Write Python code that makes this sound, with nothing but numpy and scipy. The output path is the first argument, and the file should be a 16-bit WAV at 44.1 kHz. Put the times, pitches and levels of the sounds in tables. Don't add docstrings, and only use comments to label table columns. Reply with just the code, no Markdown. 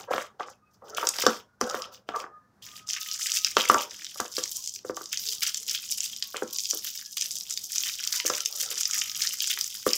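import sys
import numpy as np
from scipy import signal
from scipy.fft import rfft, irfft
from scipy.io import wavfile
from scipy.ndimage import uniform_filter1d

SR = 44100
rng = np.random.default_rng(int(sys.argv[2]) if len(sys.argv) > 2 else 0)


def unload_wav(signal):
    wavfile.write(
        sys.argv[1],
        SR,
        np.round(np.clip(np.atleast_2d(signal).T, -1, 1) * 32767).astype(np.int16),
    )


N = 439677

# (frequency [Hz], density [dB per Hz])
RUMBLE_SPECTRUM = [(20, -28), (45, -18.5), (65, -8), (120, -2.5), (160, -9.5), (200, -3), (300, -14),
                   (500, -15), (1500, -16.5), (3000, -31.5), (5600, -26), (9000, -35.5)]
# (start [s], length [s], crackle before trim [dB], slack folds against tight ones [dB])
SQUEEZES = [(0.0, 0.0096, -45.5, 10), (0.109, 0.11, -39.5, 15), (0.399, 0.013, -46.5, 15.5),
            (0.463, .05, -50.5, 5.5), (0.709, 0.041, -58, -7.5), (0.846, .1, -50.5, 4.5),
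            (0.969, 0.092, -38, 4.5), (1.142, 0.073, -30, 10), (1.255, 0.11, -38.5, 9.5),
            (1.609, 0.23, -41.5, 7.5), (1.922, 0.019, -42.5, 6.5), (2.072, 0.063, -56.5, 14.5),
            (2.154, 0.049, -45.5, 10), (2.626, 0.16, -41.5, 6), (2.884, 0.074, -33, 10),
            (3, 0.15, -32, 2.5), (3.191, 0.19, -27.5, 3.5), (3.416, 0.09, -32, 5.5),
            (3.576, 0.068, -30, 12.5), (3.668, 0.15, -31.5, 6), (4.354, 0.1, -32.5, 5),
            (4.565, 0.024, -28.5, -16.5), (5.12, 0.017, -31.5, 7.5), (5.197, 0.14, -30.5, -4),
            (5.422, 0.074, -30, 4.5), (5.537, 0.017, -32.5, 1), (5.681, 0.041, -29, 0.5),
            (5.743, 0.017, -28, 4.5), (5.903, 0.041, -30, -9), (6.009, 0.067, -33.5, -2.5),
            (6.343, 0.054, -41, 14), (6.529, 0.24, -32, -15.5), (6.84, 0.031, -30.5, 5),
            (6.954, 0.054, -34.5, 2.5), (7.171, 0.13, -33.5, 3.5), (7.444, 0.073, -35, -5.5),
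            (7.692, 0.072, -30, -1), (7.758, 0.18, -29.5, 3), (7.978, 0.11, -34, 8), (8.125, 0.035, -27, 6),
            (8.255, 0.16, -29, 5), (8.602, 0.039, -26.5, 0), (8.771, 0.055, -28.5, 1.5),
            (8.892, 0.11, -28, 3.5), (9.198, .14, -29.5, 2.5), (9.418, 0.1, -27, 4),
            (9.589, 0.055, -30, 2.5), (9.73, 0.021, -34, 4.5), (9.853, 0.15, -28.5, 5)]
# (time [s], crackle before trim [dB], slack folds [dB])
HANDLING = [(2.84, -99.5, -7), (2.87, -45, -6.5), (3.5, -41, 0.5), (3.88, -50.5, 2.5), (3.92, -40.5, 10),
            (4.3, -43.5, -0.5), (4.5, -34, -17.5), (4.75, -39, -18.5), (4.8, -49, -11), (4.84, -65, -9.5),
            (4.86, -37, -8.5), (4.93, -57, -14.5), (4.96, -40, -11), (5.1, -42, -11.5), (5.6, -41.5, -4),
            (5.85, -38, 2.5), (6.3, -43.5, -1), (6.8, -38.5, 3), (7.12, -42.5, -15.5), (7.3, -33.5, -18),
            (7.68, -41, -16.5), (8.2, -38, 4.5), (8.54, -36, -3), (9.15, -35, 5), (9.36, -36, -2.5),
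            (9.7, -34, -4.5), (9.82, -37, -0.5)]
# (frequency [Hz], density [dB per Hz])
FOIL_SPECTRUM = [(470, -40), (830, -28), (1330, -16), (1770, -12), (2700, -6.5), (3250, -0.5), (4110, -5),
                 (4890, 2), (5680, 4.5), (7010, 1), (9320, -10.5), (14700, -6), (15500, -6.5)]
# (start [s], length [s], level [dB])
SLIDES = [(0.001, 0.0042, -42.5), (0.077, 0.015, -33), (0.11, 0.012, -21.5), (0.397, 0.0046, -35.5),
          (0.821, 0.2, -48.5), (0.97, 0.029, -42), (1.147, 0.15, -49), (1.645, 0.12, -35.5),
          (1.85, 0.0058, -42.5), (1.923, 0.008, -53.5), (2.14, 0.06, -36), (6.341, 0.025, -40.5),
          (6.72, 0.022, -57), (8.24, 0.025, -51), (8.496, 0.21, -54.5), (8.677, 0.055, -50)]
# (first touch [s], blow level before trims [dB], weight for the low modes [dB])
KNOCKS = [(0.134, -11, -5), (0.178, -14, -17), (0.404, -17.5, -11), (0.482, -27, -17.5), (0.98, -16, -30),
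          (1.027, -13.5, -36), (1.04, -19.5, -37), (1.07, -18.5, -44), (1.155, -36, -25.5),
          (1.185, -20, -30), (1.235, -17, 3), (1.263, -0.5, -3.5), (1.61, -9, 1.5), (1.742, -12, -5),
          (2.087, -15, -13), (2.239, -21.5, -11), (2.262, -27.5, -12.5), (3.566, -2, -12),
          (3.696, -2.5, -3), (3.743, -3, -12), (4.156, -36, -15), (4.198, -11, -4), (4.25, -25.5, -21),
          (4.379, -19.5, 4.5), (4.846, -28, 13.5), (4.894, -19.5, 13.5), (4.97, -25.5, -19),
          (5.009, -30.5, 11), (6.342, -22.5, 7), (6.375, -28, -23), (6.42, -15.5, 11.5),
          (6.731, -36.5, 20.5), (6.75, -39, 17.5), (8.248, -31, 25), (8.298, -10.5, -4), (9.863, -14, 13)]
# (frequency [Hz], level [dB], 60 dB decay of a knock [s])
TABLE_MODES = [(230, 14, 0.099), (331.5, -19, 0.17), (430, -3, 0.068), (502.4, -0.5, 0.062),
               (605, -1.5, 0.029), (725, -8.5, 0.087), (790, -3, 0.053), (952.5, -11.5, 0.27),
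               (1060, -3, 0.04), (1186, 7.5, 0.019), (1347, 6, 0.02), (1500, -11, 0.043), (1610, -9, 0.051),
               (1950, -20.5, 0.056)]
# (start [s], length [s], pitch [Hz], level before flutter [dB])
HUMS = [(0.46, 0.24, 2550, -74.5), (2.295, 0.23, 1750, -73), (2.337, 0.043, 1230, -48),
        (2.44, 0.066, 1235, -68), (2.69, .08, 1226, -64), (2.81, 0.27, 1260, -56.5), (3.07, .37, 1270, -54),
        (5.282, 0.054, 430, -58.5), (6.253, 0.041, 1104, -60.5), (6.515, 0.04, 1094, -59),
        (7.804, 0.055, 343, -59), (8.196, 0.04, 984, -50), (8.88, 0.11, 1250, -50),
        (9.094, 0.13, 1250, -56)]
# (first touch [s], peak before trim [dB], pitch [Hz])
SNAPS = [(0.478, -32, 6100), (0.9474, -14.5, 6300), (1.0702, 3.5, 6500), (1.0889, 4.5, 7860),
         (1.2649, 6.5, 5160), (1.6118, -3.5, 7100), (1.6975, -9, 6640), (1.8201, -8.5, 5300),
         (2.0887, -16, 2790), (2.765, -19.5, 5450), (2.9325, -5, 5420), (3.113, -6, 5230), (3.14, -8, 5540),
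         (3.268, -3.5, 6800), (3.3, -9, 6070), (3.3182, 1, 5860), (3.4459, 6, 4600), (3.5677, 3.5, 3740),
         (3.699, -2, 4500), (3.8108, -9, 7300), (3.9088, -16, 5580), (4.045, -11, 5000),
         (4.066, -14.5, 3480), (4.2018, -4.5, 8300), (4.3666, -5, 4530), (4.437, -1, 5700),
         (4.674, -6.5, 6800), (4.7606, -13.5, 4870), (4.789, -23, 4550), (4.967, -12, 7450),
         (5.057, -12.5, 5800), (5.128, -7.5, 5750), (5.173, -4, 5400), (5.332, -8, 6150), (5.544, -3, 4880),
         (5.687, -8.5, 4500), (5.748, -5.5, 3300), (5.922, -3, 6030), (6.0046, -1.5, 6600),
         (6.163, -11.5, 5970), (6.2243, -1, 4100), (6.3676, -7.5, 7400), (6.585, -2.5, 6200),
         (6.6546, -6.5, 5500), (6.709, 0.5, 5740), (7.1803, -9.5, 5540), (7.211, 0, 6300),
         (7.221, -3, 5560), (7.308, -7, 5300), (7.367, -10, 5800), (7.4088, -8.5, 5800),
         (7.574, -4.5, 5230), (7.7813, 1.5, 6350), (7.835, -5, 3250), (8.0381, -6, 5300),
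         (8.074, 0.5, 6100), (8.1996, -1.5, 2540), (8.3, -4.5, 5500), (8.4046, -3, 6200), (8.458, 0, 6850),
         (8.6128, -3.5, 7000), (8.779, -7, 5280), (8.832, -2.5, 6000), (8.8541, 0, 5300),
         (8.9103, -1, 6800), (8.934, -2, 6100), (8.9427, -5, 5980), (9.013, -4, 5800), (9.017, -4.5, 2280),
         (9.096, -9.5, 4500), (9.1476, -9, 5250), (9.2197, 1, 4700), (9.2716, -0.5, 4860), (9.404, 0, 5000),
         (9.4413, -5, 3330), (9.574, -12, 1360), (9.6106, 0, 8350), (9.9323, 3, 5250)]

RUMBLE_DB, RUMBLE_WAVER_DB = -65.5, 2
SQUEEZE_RISE_DB_PER_S, SQUEEZE_SAG_DB_PER_S, SQUEEZE_FALL_DB_PER_S = 2496.5, 0.5, 346
TICK_DB = -10
FACET_SHIFT_DB = 4
SLIDE_RISE_DB_PER_S, SLIDE_FALL_DB_PER_S = 4995.5, 218
BLOW_LAG_S, SNAP_LAG_S = 0.002503, 0.00081
STRIKE_SPREAD_DB = 4.5
RATTLE_DB = -24
BOOM_LAG_S = .012
BOOM_GROWTH, BOOM_WEIGHT_SHARE = 0.94, 0.76
TABLE_LOW_CUT_HZ = 314
THUD_DB, THUD_HZ, THUD_T60_S = -38.5, 120, .08
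HUM_FADE_DB_PER_S, STRAY_HUMS_DB = 350, -72
ROOM_T60_S, ROOM_DB = 0.23, -10
NEAR_T60_S, NEAR_DB = 0.015, -6
PLACES = 8
SUPPRESS_BELOW_DB, SUPPRESS_MOST_DB = -88, -6
CUTOFF_HZ = 16600


def from_db(db):
    return 10 ** (np.asarray(db) / 20)


def rms_one(x):
    return x / np.sqrt(np.mean(x ** 2) + 1e-20)


def filtered(x, order, hz, kind):
    return signal.sosfilt(signal.butter(order, hz, kind, fs=SR, output="sos"), x)


def in_time(rows):
    s, *columns = np.transpose(rows)
    return [np.interp(np.arange(N) / SR, s, c) for c in columns]


def drift(rate):
    r = np.exp(-2 * np.pi * rate / SR)
    noise = rng.standard_normal(N + SR)
    return rms_one(signal.lfilter([1], [1, -2 * r, r * r], noise)[SR:])


def ring(clicks, hz, t60):
    r, w = from_db(-60 / (t60 * SR)), 2 * np.pi * hz / SR
    return signal.lfilter([0, np.sin(w)], [1, -2 * r * np.cos(w), r * r], clicks + 1e-18)


def colour(x, taps):
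    return signal.fftconvolve(x, taps)[:len(x)]


def response(spectrum):
    hz, level_db = np.transpose(spectrum)
    grid = np.maximum(np.arange(2049) * SR / 4096, 1)
    cepstrum = irfft(np.log(from_db(np.interp(np.log(grid), np.log(hz), level_db))))
    cepstrum[1:2048] *= 2
    cepstrum[2049:] = 0
    return irfft(np.exp(rfft(cepstrum)))


def strokes(start, length, level_db, rise, sag, fall):
    t = np.arange(0, N + 32, 32) / SR
    since = t - start[:, None]
    held = length[:, None]
    shapes = level_db[:, None] + abs(rise) * np.minimum(since, 0)
    shapes = shapes - sag * np.clip(since, 0, held) - abs(fall) * np.maximum(since - held, 0)
    level = np.interp(np.arange(N) / SR, t, np.maximum(shapes.max(axis=0), -120))
    return level, np.repeat(shapes.argmax(axis=0), 32)[:N]


def grains(per_s, spread_db, clump_db, clump_rate):
    sizes = from_db(spread_db * np.minimum(rng.exponential(1, N), 2.8)) * rng.choice([-1, 1], N)
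    born = rng.random(N) < per_s * from_db(clump_db * drift(clump_rate)) / SR
    return rms_one(sizes * born)


def background():
    waver = (drift(1.8) + drift(9.0)) / np.sqrt(2)
    rumble = rms_one(colour(rng.standard_normal(N), response(RUMBLE_SPECTRUM)))
    return from_db(RUMBLE_DB + RUMBLE_WAVER_DB * waver) * rumble


def facets(clicks, cycles, slack_db, count):
    dealt, out, shift = rng.integers(0, count, N), 0, drift(6.5)
    for k, hz in enumerate(np.geomspace(1200, 15000, count)):
        rung = ring(clicks * (dealt == k), hz, cycles / hz)
        rung = rms_one(ring(rung, hz, cycles / hz))
        rung = filtered(rung, 2, .6 * hz, "high")
        slackness = np.clip(np.log2(4200 / hz) * 2, 0, 1.3)
        facet_db = slack_db * slackness + FACET_SHIFT_DB * np.roll(shift, k * N // count)
        out = out + rung * np.sqrt(hz) * from_db(facet_db)
    tick = filtered(clicks, 4, 2800, "high")
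    return rms_one(rms_one(out) + from_db(TICK_DB) * tick)


def crackle():
    start, length, squeeze_db, folds_db = np.transpose(SQUEEZES)
    squeeze_db, which = strokes(start, length, squeeze_db,
                                SQUEEZE_RISE_DB_PER_S, SQUEEZE_SAG_DB_PER_S, SQUEEZE_FALL_DB_PER_S)
    turn_db, turn_folds_db = in_time(HANDLING)
    level_db = np.maximum(squeeze_db, turn_db)
    slack_db = np.where(squeeze_db > turn_db, folds_db[which], turn_folds_db)
    busy = np.clip((level_db + 64.5) / 25, .05, 1)
    pops = facets(grains(400 * busy, 3.4, 8, 40), 4.8, slack_db, count=24)
    rustle = facets(grains(12000, 1.5, 2.5, 15), 3.5, slack_db - 8, count=10)
    foil = rms_one(colour(pops + from_db(-7.0) * rustle, response(FOIL_SPECTRUM)))
    return from_db(level_db - 2.5) * foil


def table():
    s, peak_db, weight_db = np.transpose(KNOCKS)
    at = np.round((s + BLOW_LAG_S) * SR).astype(int)
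    where_db = rng.normal(0, STRIKE_SPREAD_DB, (len(s), len(TABLE_MODES)))
    heavy_db = np.maximum(weight_db, 0)
    rattles = [(s + BLOW_LAG_S, 0, db + RATTLE_DB - max(weight, 0) / 2) for s, db, weight in KNOCKS]
    moves = np.array([*SLIDES, *rattles])
    drag_db, _ = strokes(*moves.T, SLIDE_RISE_DB_PER_S, 0, SLIDE_FALL_DB_PER_S)
    drag, knocked, dragged = grains(1500, 4.2, 5.5, 28), 0, 0
    grip = drift(6.7)
    for k, (hz, level_db, t60) in enumerate(TABLE_MODES):
        boom = hz < 280
        blow_db = peak_db + level_db + where_db[:, k] - 18
        blow_db = blow_db + weight_db * np.clip((700 - hz) / 300, 0, 1) * (hz > 280)
        blow_db = blow_db - heavy_db * (hz > 1550)
        blow_db = blow_db + (BOOM_GROWTH * peak_db + BOOM_WEIGHT_SHARE * weight_db) * boom
        clicks = np.zeros(N)
        clicks[at + round(BOOM_LAG_S * SR) * boom] = -from_db(blow_db)
        knocked = knocked + ring(clicks, hz, t60)
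        grip_db = STRIKE_SPREAD_DB * np.roll(grip, k * N // len(TABLE_MODES))
        fed = from_db(level_db - 40 * (hz < 350) + grip_db)
        dragged = dragged + fed * ring(drag, hz, 0.7 * t60) * (-1) ** k
    contact = np.zeros(N)
    contact[at] = -from_db(peak_db - 14 - heavy_db)
    crack = ring(contact, 1300, 0.0016)
    sound = knocked + crack + from_db(drag_db) * rms_one(dragged)
    sound = filtered(sound, 4, 2200, "low")
    push = np.zeros(N)
    push[at] = from_db(peak_db + weight_db / 2)
    push = colour(push, np.hanning(200) / 100)
    push = filtered(push, 4, 75, "high")
    thud = from_db(THUD_DB) * ring(push, THUD_HZ, THUD_T60_S)
    return filtered(sound, 4, TABLE_LOW_CUT_HZ, "high") + thud


def hums():
    t, wander, out = np.arange(N) / SR, drift(12), 0
    for start, length, hz, db in HUMS:
        tone = np.sin(2 * np.pi * hz * t + wander) * from_db(5 * wander[::-1])
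        outside = np.maximum(np.maximum(start - t, t - start - length), 0)
        out = out + tone * from_db(db - HUM_FADE_DB_PER_S * outside)
    noise, flicker = rng.standard_normal(N), drift(3)
    for k, hz in enumerate(np.geomspace(330, 2000, 12)):
        band = rms_one(ring(ring(noise, hz, .06), hz, .06))
        swell = np.maximum(np.roll(flicker, k * N // 12) - 1, 0)
        out = out + band * from_db(STRAY_HUMS_DB) * swell
    return out


def snaps():
    out, t, foil = np.zeros(N + 3000), np.arange(1500) / SR, response(FOIL_SPECTRUM)[:600]
    spatter = rng.laplace(0, 1, (len(SNAPS), len(t)))
    under = rng.uniform(.35, .7, len(SNAPS))
    for (s, peak_db, hz), after, ratio in zip(SNAPS, spatter, under):
        clicks = from_db(-20) * after * from_db(-60 * t / 0.0072)
        clicks[0] = 1
        low_hz = ratio * hz
        burst = 0.052 * clicks + ring(clicks, hz, 4.8 / hz) + 0.2 * ring(clicks, low_hz, 5.0 / low_hz)
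        burst = filtered(colour(burst, foil), 3, hz / 2.4, "high")
        at = round((s + SNAP_LAG_S) * SR)
        out[at:at + len(t)] += from_db(peak_db - 7.5) * burst / np.abs(burst).max()
    return out[:N]


def room(x):
    t, noise = np.arange(SR // 2) / SR, rng.standard_normal(SR // 2)
    walls = signal.lfilter([1], [1, -.3], noise * from_db(-60 * t / ROOM_T60_S) * (t > .004))
    out = from_db(ROOM_DB) * colour(x, walls / np.linalg.norm(walls))
    place = np.repeat(rng.integers(0, PLACES, N // 512 + 1), 512)[:N]
    fade = (from_db(-60 * t / NEAR_T60_S) * (t > .0007))[:1500]
    for k, near in enumerate(rng.standard_normal((PLACES, 1500)) * fade):
        scatter = signal.oaconvolve(x * (place == k), near / np.linalg.norm(near))[:N]
        out += from_db(NEAR_DB) * scatter
    return out


def suppress(x):
    hz, _, z = signal.stft(x, SR, nperseg=512)
    power = uniform_filter1d(np.abs(z) ** 2, size=7, axis=-2)
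    power = uniform_filter1d(power, size=3, axis=-1)
    gain = np.maximum(power / (power + from_db(2 * SUPPRESS_BELOW_DB)), from_db(SUPPRESS_MOST_DB))
    gain[:, hz < 300] = 1
    return signal.istft(z * gain, SR, nperseg=512)[1][:, :N]


def scene():
    near = crackle() + snaps() + table()
    return (near + room(near) + hums() + background())[None]


def record(dry):
    rounded = .92 * np.tanh(suppress(dry) / .92)
    rounded = filtered(rounded, 1, 30, "high")
    return signal.sosfilt(signal.cheby2(12, 60, CUTOFF_HZ, fs=SR, output="sos"), rounded)


dry = scene()
out = record(dry)
unload_wav(out)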